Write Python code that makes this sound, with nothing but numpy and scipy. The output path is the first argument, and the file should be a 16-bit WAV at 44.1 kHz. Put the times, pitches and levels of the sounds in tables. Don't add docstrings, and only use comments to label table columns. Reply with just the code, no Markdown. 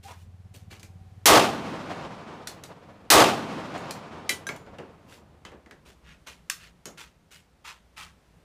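import sys
import numpy as np
from scipy import signal
from scipy.fft import rfft, irfft, next_fast_len
from scipy.io import wavfile
from scipy.ndimage import uniform_filter1d, map_coordinates

SR = 44100
rng = np.random.default_rng(int(sys.argv[2]) if len(sys.argv) > 2 else 0)


def master(y):
    cut = np.clip(np.atleast_2d(y).T, -1, 1)
    pcm = np.round(cut * 32767)
    wavfile.write(sys.argv[1], SR, pcm.astype(np.int16))


N = 372204


def amp(db):
    return 10 ** (np.asarray(db) / 20)


def unit(x):
    return x / np.sqrt(np.mean(x ** 2) + 1e-20)


def along(points, hz):
    point_hz, values = np.transpose(points)
    return np.interp(np.log(hz + 1), np.log(point_hz + 1), values)


def wobble(rate):
    knots = rng.standard_normal(int(N * rate / SR) + 4)
    return map_coordinates(knots, [np.arange(N) * rate / SR])


def noise(colour, size):
    hz = np.fft.rfftfreq(size, 1 / SR)
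    phases = np.exp(2j * np.pi * rng.random(len(hz)))
    return unit(irfft(phases * amp(colour(hz)), size))


def tilted(points, tilt, hz):
    return along(points, hz) + tilt * np.log2(np.maximum(hz, 900))


def dying(x, t60s):
    hz, t, frames = signal.stft(x, SR, nperseg=512)
    fade = amp(-60 * t / along(t60s, hz)[:, None])
    return signal.istft(frames * fade, SR, nperseg=512)[1][:len(x)]


def add(track, s, sound):
    start = max(round(s * SR), 0)
    track[start:start + len(sound)] += sound[:N - start]


def walls(hz, depth_db, farthest, count=12):
    delays = farthest * rng.uniform(.15, 1, (count, 1))
    ripple = unit(np.cos(2 * np.pi * delays * hz).sum(axis=0))
    return depth_db * ripple * hz / (hz + 700)


def surges(returns, t):
    return sum(db * np.exp(-((t - delay) / length) ** 2) for delay, length, db in returns)


# pitch_hz, relative level_db
AIR_SPECTRUM = [(20, -18.5), (45, -4.5), (65, -0.5), (115, -10), (165, -3), (280, -16), (600, -18),
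                (1200, -23.5), (2500, -28.5), (5000, -34), (10000, -39.5), (15500, -47.5)]


def air(level_db=-59.5, sway_db=1, buffet_db=3, buffet_hz=250):
    steady = noise(lambda hz: along(AIR_SPECTRUM, hz), next_fast_len(N))[:N]
    bass = signal.sosfiltfilt(signal.butter(2, buffet_hz, fs=SR, output="sos"), steady)
    hiss = steady - bass
    lumps = unit(amp(buffet_db * wobble(15)))
    return amp(level_db + sway_db * wobble(1.6)) * (hiss + lumps * bass)


# multiple of the five-firing cycle, relative level_db
ENGINE_LINES = [(4, -12.5), (5, 0.5), (6, -5), (7, -15.5), (8, -15.5), (9, -13), (10, -14.5), (11, -15),
                (12, -19)]
# time_s, level_db
ENGINE_LOUDNESS = [(0, -50.5), (1.15, -48), (1.5, -55), (3, -62.5), (4.5, -57.5), (5.4, -63), (6.25, -59.5),
                   (6.55, -82), (8.44, -63)]
START_HZ, WORK_HZ, LOW_HUM_HZ = 85, 92, 58
PICK_UP_S, SINK_AT_S, SINK_S = .6, 5.4, .25


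def engine(unsteady_db=2.0, throb_db=1.3):
    t = np.arange(N) / SR
    working_hz = WORK_HZ + (START_HZ - WORK_HZ) * np.exp(-t / PICK_UP_S)
    height = (1 - np.tanh((t - SINK_AT_S) / SINK_S / 2)) / 2
    firing_hz = LOW_HUM_HZ + (working_hz - LOW_HUM_HZ) * height
    cycle = 2 * np.pi * np.cumsum(firing_hz / 5) / SR
    lines = sum(amp(db + unsteady_db * wobble(5.9)) * np.sin(multiple * cycle) for multiple, db in ENGINE_LINES)
    level_db = np.interp(t, *np.transpose(ENGINE_LOUDNESS))
    return amp(level_db + throb_db * wobble(20)) * unit(lines)


def whine(level_db=-71, pitch_hz=760, width_hz=20, middle=.9, length=.6):
    band = noise(lambda hz: -20 * np.log10(1 + ((hz - pitch_hz) / width_hz) ** 2), next_fast_len(N))[:N]
    swell = np.exp(-((np.arange(N) / SR - middle) / length) ** 2)
    return amp(level_db) * band * swell


# pitch_hz, relative level_db
FAR_SPECTRUM = [(300, 1), (1000, -0.5), (1700, -2.5), (2700, 1), (4500, -6), (7000, -9.5), (10000, -16.5),
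                (15500, -25)]
GROUND_COMB_HZ = 880


def far_rush(tilt, low_hz, size, edge_damping=0.78, grain_db=2.2, ground_db=0.5):
    high_pass = lambda ratio: ratio ** 2 / abs(1 - ratio ** 2 + 1j * edge_damping * ratio)
    edge = lambda hz: 2 * 20 * np.log10(high_pass(hz / low_hz) + 1e-6)
    ground = lambda hz: ground_db * np.cos(2 * np.pi * hz / GROUND_COMB_HZ) / (1 + (hz / 4000) ** 2)
    ripple = lambda hz: walls(hz, depth_db=4, farthest=.008)
    rush = noise(lambda hz: tilted(FAR_SPECTRUM, tilt, hz) + edge(hz) + ground(hz) + ripple(hz), size)
    trunks = wobble(500)[:size]
    return unit(rush * amp(grain_db * trunks))


# pitch_hz, relative level_db
KNOCK_SPECTRUM = [(40, -37), (150, -2), (300, -1.5), (450, -0.5), (700, -6.5), (1200, -11.5), (3000, -25),
                  (10000, -72)]
# start_s, level_db, hold_s (from the start), tilt_db_per_octave, dull_body_db
FAR_REPORTS = [(.027, -52, .085, 4.5, -60), (.075, -47.5, .04, -6, -59), (.536, -50.5, .012, 6, -54),
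               (.702, -48.5, 0.03, 1.5, -53), (5.85, -56.5, .05, 2.5, -57), (6.263, -43.5, 0.024, 1.5, -52),
               (6.971, -45.5, 0.048, 1, -60), (7.306, -52.5, 0.054, 3, -67), (7.642, -42.5, 0.055, 0, -66),
               (7.962, -45, 0.074, .5, -66)]
REPORT_RISE_S, REPORT_LOW_HZ = .01, 980
EDGE_CLIMB = .08


def reports(t60=0.25):
    out, t = np.zeros(N), np.arange(SR // 2) / SR
    for s, db, hold, tilt, body_db in FAR_REPORTS:
        body = amp(body_db) * noise(lambda hz: along(KNOCK_SPECTRUM, hz), len(t))
        shape = np.minimum(t / REPORT_RISE_S, 1) * amp(-60 * np.maximum(t - hold, 0) / t60)
        rush = far_rush(tilt, REPORT_LOW_HZ * 2 ** (EDGE_CLIMB * tilt), len(t))
        add(out, s, (amp(db) * rush + body) * shape)
    return out


def squeak(middle=0.065, length=0.014, pitch_hz=791, level_db=-41):
    t = np.arange(N) / SR
    return amp(level_db) * np.sin(2 * np.pi * pitch_hz * t) * np.exp(-((t - middle) / length) ** 2)


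# peak_s, level_db, tilt_db_per_octave
SOFT_SWISHES = [(.205, -64, 6), (5.14, -55, 4), (6.105, -53, -2.5), (6.638, -51, 0.5)]
SWISH_S, SWISH_LOW_HZ = .05, 1350


def swishes():
    out, t = np.zeros(N), np.arange(SR // 3) / SR
    middle = t.mean()
    swell = np.exp(-((t - middle) / SWISH_S) ** 2)
    for s, db, tilt in SOFT_SWISHES:
        add(out, s - middle, amp(db) * far_rush(tilt, SWISH_LOW_HZ, len(t)) * swell)
    return out


# pitch_hz, relative level_db
CLATTER_SPECTRUM = [(200, -31), (700, -18), (1250, -0.5), (1800, 1.5), (2600, -2.5), (4000, -4),
                    (6500, -4.5), (10000, -12), (15500, -21)]
CLATTER_LOW_HZ = 700


def contact(level_db, snap_db, thud_db, body_hz, tilt, t60, lift_db,
            snap_length=0.0034, thud_t60=.35, thud_rise=0.0026, body_q=7):
    t = np.arange(SR // 2) / SR
    body = lambda hz: lift_db / (1 + (2 * body_q * (hz / body_hz - 1)) ** 2)
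    ripple = lambda hz: walls(hz, depth_db=3.5, farthest=.004)
    snap = amp(snap_db) * np.exp(-(t / snap_length) ** 4)
    shape = snap + amp(-60 * t / t60)
    clatter = noise(lambda hz: tilted(CLATTER_SPECTRUM, tilt, hz) + body(hz) + ripple(hz), len(t)) * shape
    clatter = signal.sosfilt(signal.butter(2, CLATTER_LOW_HZ, "high", fs=SR, output="sos"), clatter)
    thud_shape = amp(-60 * t / thud_t60) * (1 - np.exp(-t / thud_rise))
    thud = noise(lambda hz: along(KNOCK_SPECTRUM, hz), len(t)) * thud_shape
    return amp(level_db) * clatter / np.sqrt(2) + amp(thud_db) * thud


# start_s, clatter_db (before a 3 dB cut), snap_db (above the clatter),
# thud_db, body_hz
STEEL_CLICKS = [(.796, -52, 0, -56, 4600), (.83, -46.5, 4, -56, 2400), (2.4722, -33.5, 1.5, -64, 4240),
                (2.637, -42.5, 2, -50, 4000), (3.778, -50, 0, -56, 7000), (3.9085, -35.5, 4, -65, 4300),
                (4.2929, -23, 0, -37, 3060), (4.4679, -41, 5.5, -42, 6200), (4.562, -53, 3, -55, 10500),
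                (6.4989, -28, 8, -63, 1280), (6.856, -38.5, 2.5, -42.5, 6600)]
# start_s, clatter_db (before a 3 dB cut), thud_db, body_hz
BENCH_KNOCKS = [(4.490, -31.5, -37.5, 2280), (4.664, -59, -47, 1500), (4.785, -47.5, -37, 2780),
                (5.124, -52.5, -54.5, 3400), (5.451, -41.5, -44.5, 3160), (5.518, -55, -44.5, 1790),
                (5.661, -55.5, -52, 1900), (5.711, -47.5, -53.5, 1750)]


def clacks():
    out = np.zeros(N)
    for s, db, snap_db, thud_db, body_hz in STEEL_CLICKS:
        add(out, s, contact(db, snap_db, thud_db, body_hz, tilt=2.1, t60=0.21, lift_db=7.5))
    for s, db, thud_db, body_hz in BENCH_KNOCKS:
        add(out, s, contact(db, 2.5, thud_db, body_hz, tilt=-4.5, t60=.22, lift_db=11))
    return out


# pitch_hz, relative level_db
SHELTER_SPECTRUM = [(30, -37), (70, -22.5), (130, -10), (300, -3), (600, 0.5), (1200, 1.5), (1700, -4.5),
                    (3000, -5.5), (5000, -10), (8000, -13.5), (12000, -22), (15500, -27.5)]
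# pitch_hz, t60_s
SHELTER_DECAY = [(70, 0.78), (170, .75), (400, 0.56), (1000, 0.48), (4000, 0.45), (8000, 0.4), (14000, 0.4)]
# pitch_hz, width_hz, lift_db
ROOF_RESONANCES = [(123, 24, 6), (310.4, 22, 9.5), (396, 40, 6), (468, 37, 5), (584, 19, 3),
                   (659.5, 61, 4.5), (685, 14, 5.5), (734, 17, 5.5), (805, 50, 6), (880, 14, 5.5),
                   (932, 16, 5), (1139, 20, 5), (1236, 14, 6), (1620, 8.3, 4), (1937, 19, 6.5),
                   (2528, 13, 5.5), (3140, 26, 5)]
# delay_s, length_s, lift_db
BANK_RETURNS = [(.065, .025, 4.5), (.115, .012, 4), (.205, .012, 1.5)]


def shelter(t, level_db=1, build=0.018, lumps_db=1.3):
    resonances = lambda hz: sum(db / (1 + (2 * (hz - f) / w) ** 2) for f, w, db in ROOF_RESONANCES)
    ripple = lambda hz: walls(hz, depth_db=1.5, farthest=.03)
    colour = lambda hz: along(SHELTER_SPECTRUM, hz) + resonances(hz) + ripple(hz)
    swell_db = level_db + surges(BANK_RETURNS, t) + lumps_db * wobble(200)[:len(t)]
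    return amp(swell_db) * dying(noise(colour, len(t)), SHELTER_DECAY) * (1 - np.exp(-t / build))


# pitch_hz, relative level_db
FOREST_SPECTRUM = [(30, -25), (70, -12), (140, -3), (300, -3.5), (600, 0), (1100, -1.5), (1700, -8.5),
                   (3000, -13), (5000, -19.5), (8000, -28.5), (12000, -36), (15500, -44)]
# pitch_hz, t60_s
FOREST_DECAY = [(70, 6.1), (200, 5.84), (600, 4.25), (1500, 3.8), (4000, 3.36), (8000, 3.2), (14000, 2.2)]
# delay_s, length_s, lift_db
TREE_CLUMPS = [(.245, .012, 1), (.403, .018, 3), (.545, .02, 2), (.655, .014, 5), (.795, .035, 4)]


def forest(t, level_db=-28, build=.3, lumps_db=1.6):
    colour = lambda hz: along(FOREST_SPECTRUM, hz) + walls(hz, depth_db=2.0, farthest=0.018)
    swell_db = level_db + surges(TREE_CLUMPS, t) + lumps_db * wobble(45)[:len(t)]
    return amp(swell_db) * dying(noise(colour, len(t)), FOREST_DECAY) * (1 - np.exp(-t / build))


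def roll(t, level_db=-28, centre_hz=210, steepness=13, t60=2.6, build=.15):
    rumble = noise(lambda hz: -steepness * np.log2((hz + 1) / centre_hz) ** 2, len(t))
    return amp(level_db - 60 * t / t60) * rumble * (1 - np.exp(-t / build))


def boom(t, level_db=-19, pitch_hz=70, delay=.065, length=.014):
    return amp(level_db) * np.sin(2 * np.pi * pitch_hz * (t - delay)) * np.exp(-((t - delay) / length) ** 2)


# pitch_hz, relative level_db
BLAST_SPECTRUM = [(100, -27.5), (400, -9.5), (1000, -4.5), (1700, -1.5), (2500, -3.5), (4200, -1.5),
                  (8000, -5), (12000, -9), (15500, -11)]
# start_s, level_db (added to the levels of blast and echoes)
PISTOL_SHOTS = [(1.2574, -1), (3.1024, -1)]


def pistol(blast_db=6, blast_t60=.2):
    out, t = np.zeros(N), np.arange(5 * SR) / SR
    answer = shelter(t) + forest(t) + roll(t) + boom(t)
    for s, db in PISTOL_SHOTS:
        blast = noise(lambda hz: along(BLAST_SPECTRUM, hz), len(t)) * amp(blast_db - 60 * t / blast_t60)
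        add(out, s, amp(db) * (blast + answer))
    return out


# pitch_hz, relative level_db, t60_s
HEAVY_PART = [(1980, -4.5, 0.19), (2110, -2.5, 0.1), (2370, -6.5, 0.13), (3280, -15, 0.14),
              (3970, -6.5, 0.12), (5500, -20, .13), (7060, -14, 0.16), (8603, -14, 0.16),
              (10510, -15, 0.17), (11300, -16, .11), (13010, -19, .1), (13970, -22, .13)]
# pitch_hz, relative level_db, t60_s
LIGHT_PART_AND_CASING = [(1604, 2, 0.13), (3900, -10, .11), (6080, -4, 0.087), (7047, -21, 0.45),
                         (7644, -21.5, .2), (9800, -12, .11), (13510, -28, .35)]


def ringing_metal(s, modes, level_db):
    out, t = np.zeros(N), np.arange(SR) / SR
    for hz, db, t60 in modes:
        add(out, s, amp(db - 60 * t / t60) * np.sin(2 * np.pi * hz * t) * rng.choice([-1, 1]))
    return amp(level_db) * out


def scene():
    background = air() + engine() + whine()
    far = reports() + squeak() + swishes()
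    heavy_ring = ringing_metal(4.2928, HEAVY_PART, level_db=-20.5)
    light_ring = ringing_metal(4.4678, LIGHT_PART_AND_CASING, level_db=-30.5)
    return (background + far + clacks() + pistol() + heavy_ring + light_ring)[None]


TOP_HZ = 15400


def record(dry, ceiling_db=-12.0, window=.008):
    power = uniform_filter1d(dry ** 2, max(int(window * SR), 1))
    loudness = np.sqrt(abs(power) + 1e-12)
    held = dry * np.minimum(1, amp(ceiling_db) / loudness)
    rounded = held / (1 + abs(held / .7) ** 6) ** (1 / 6)
    size = next_fast_len(N + SR // 2)
    low_pass = 1 / (1 + (np.fft.rfftfreq(size, 1 / SR) / TOP_HZ) ** 160)
    return irfft(rfft(rounded, size) * low_pass, size)[:, :N]


dry = scene()
out = record(dry)
master(out)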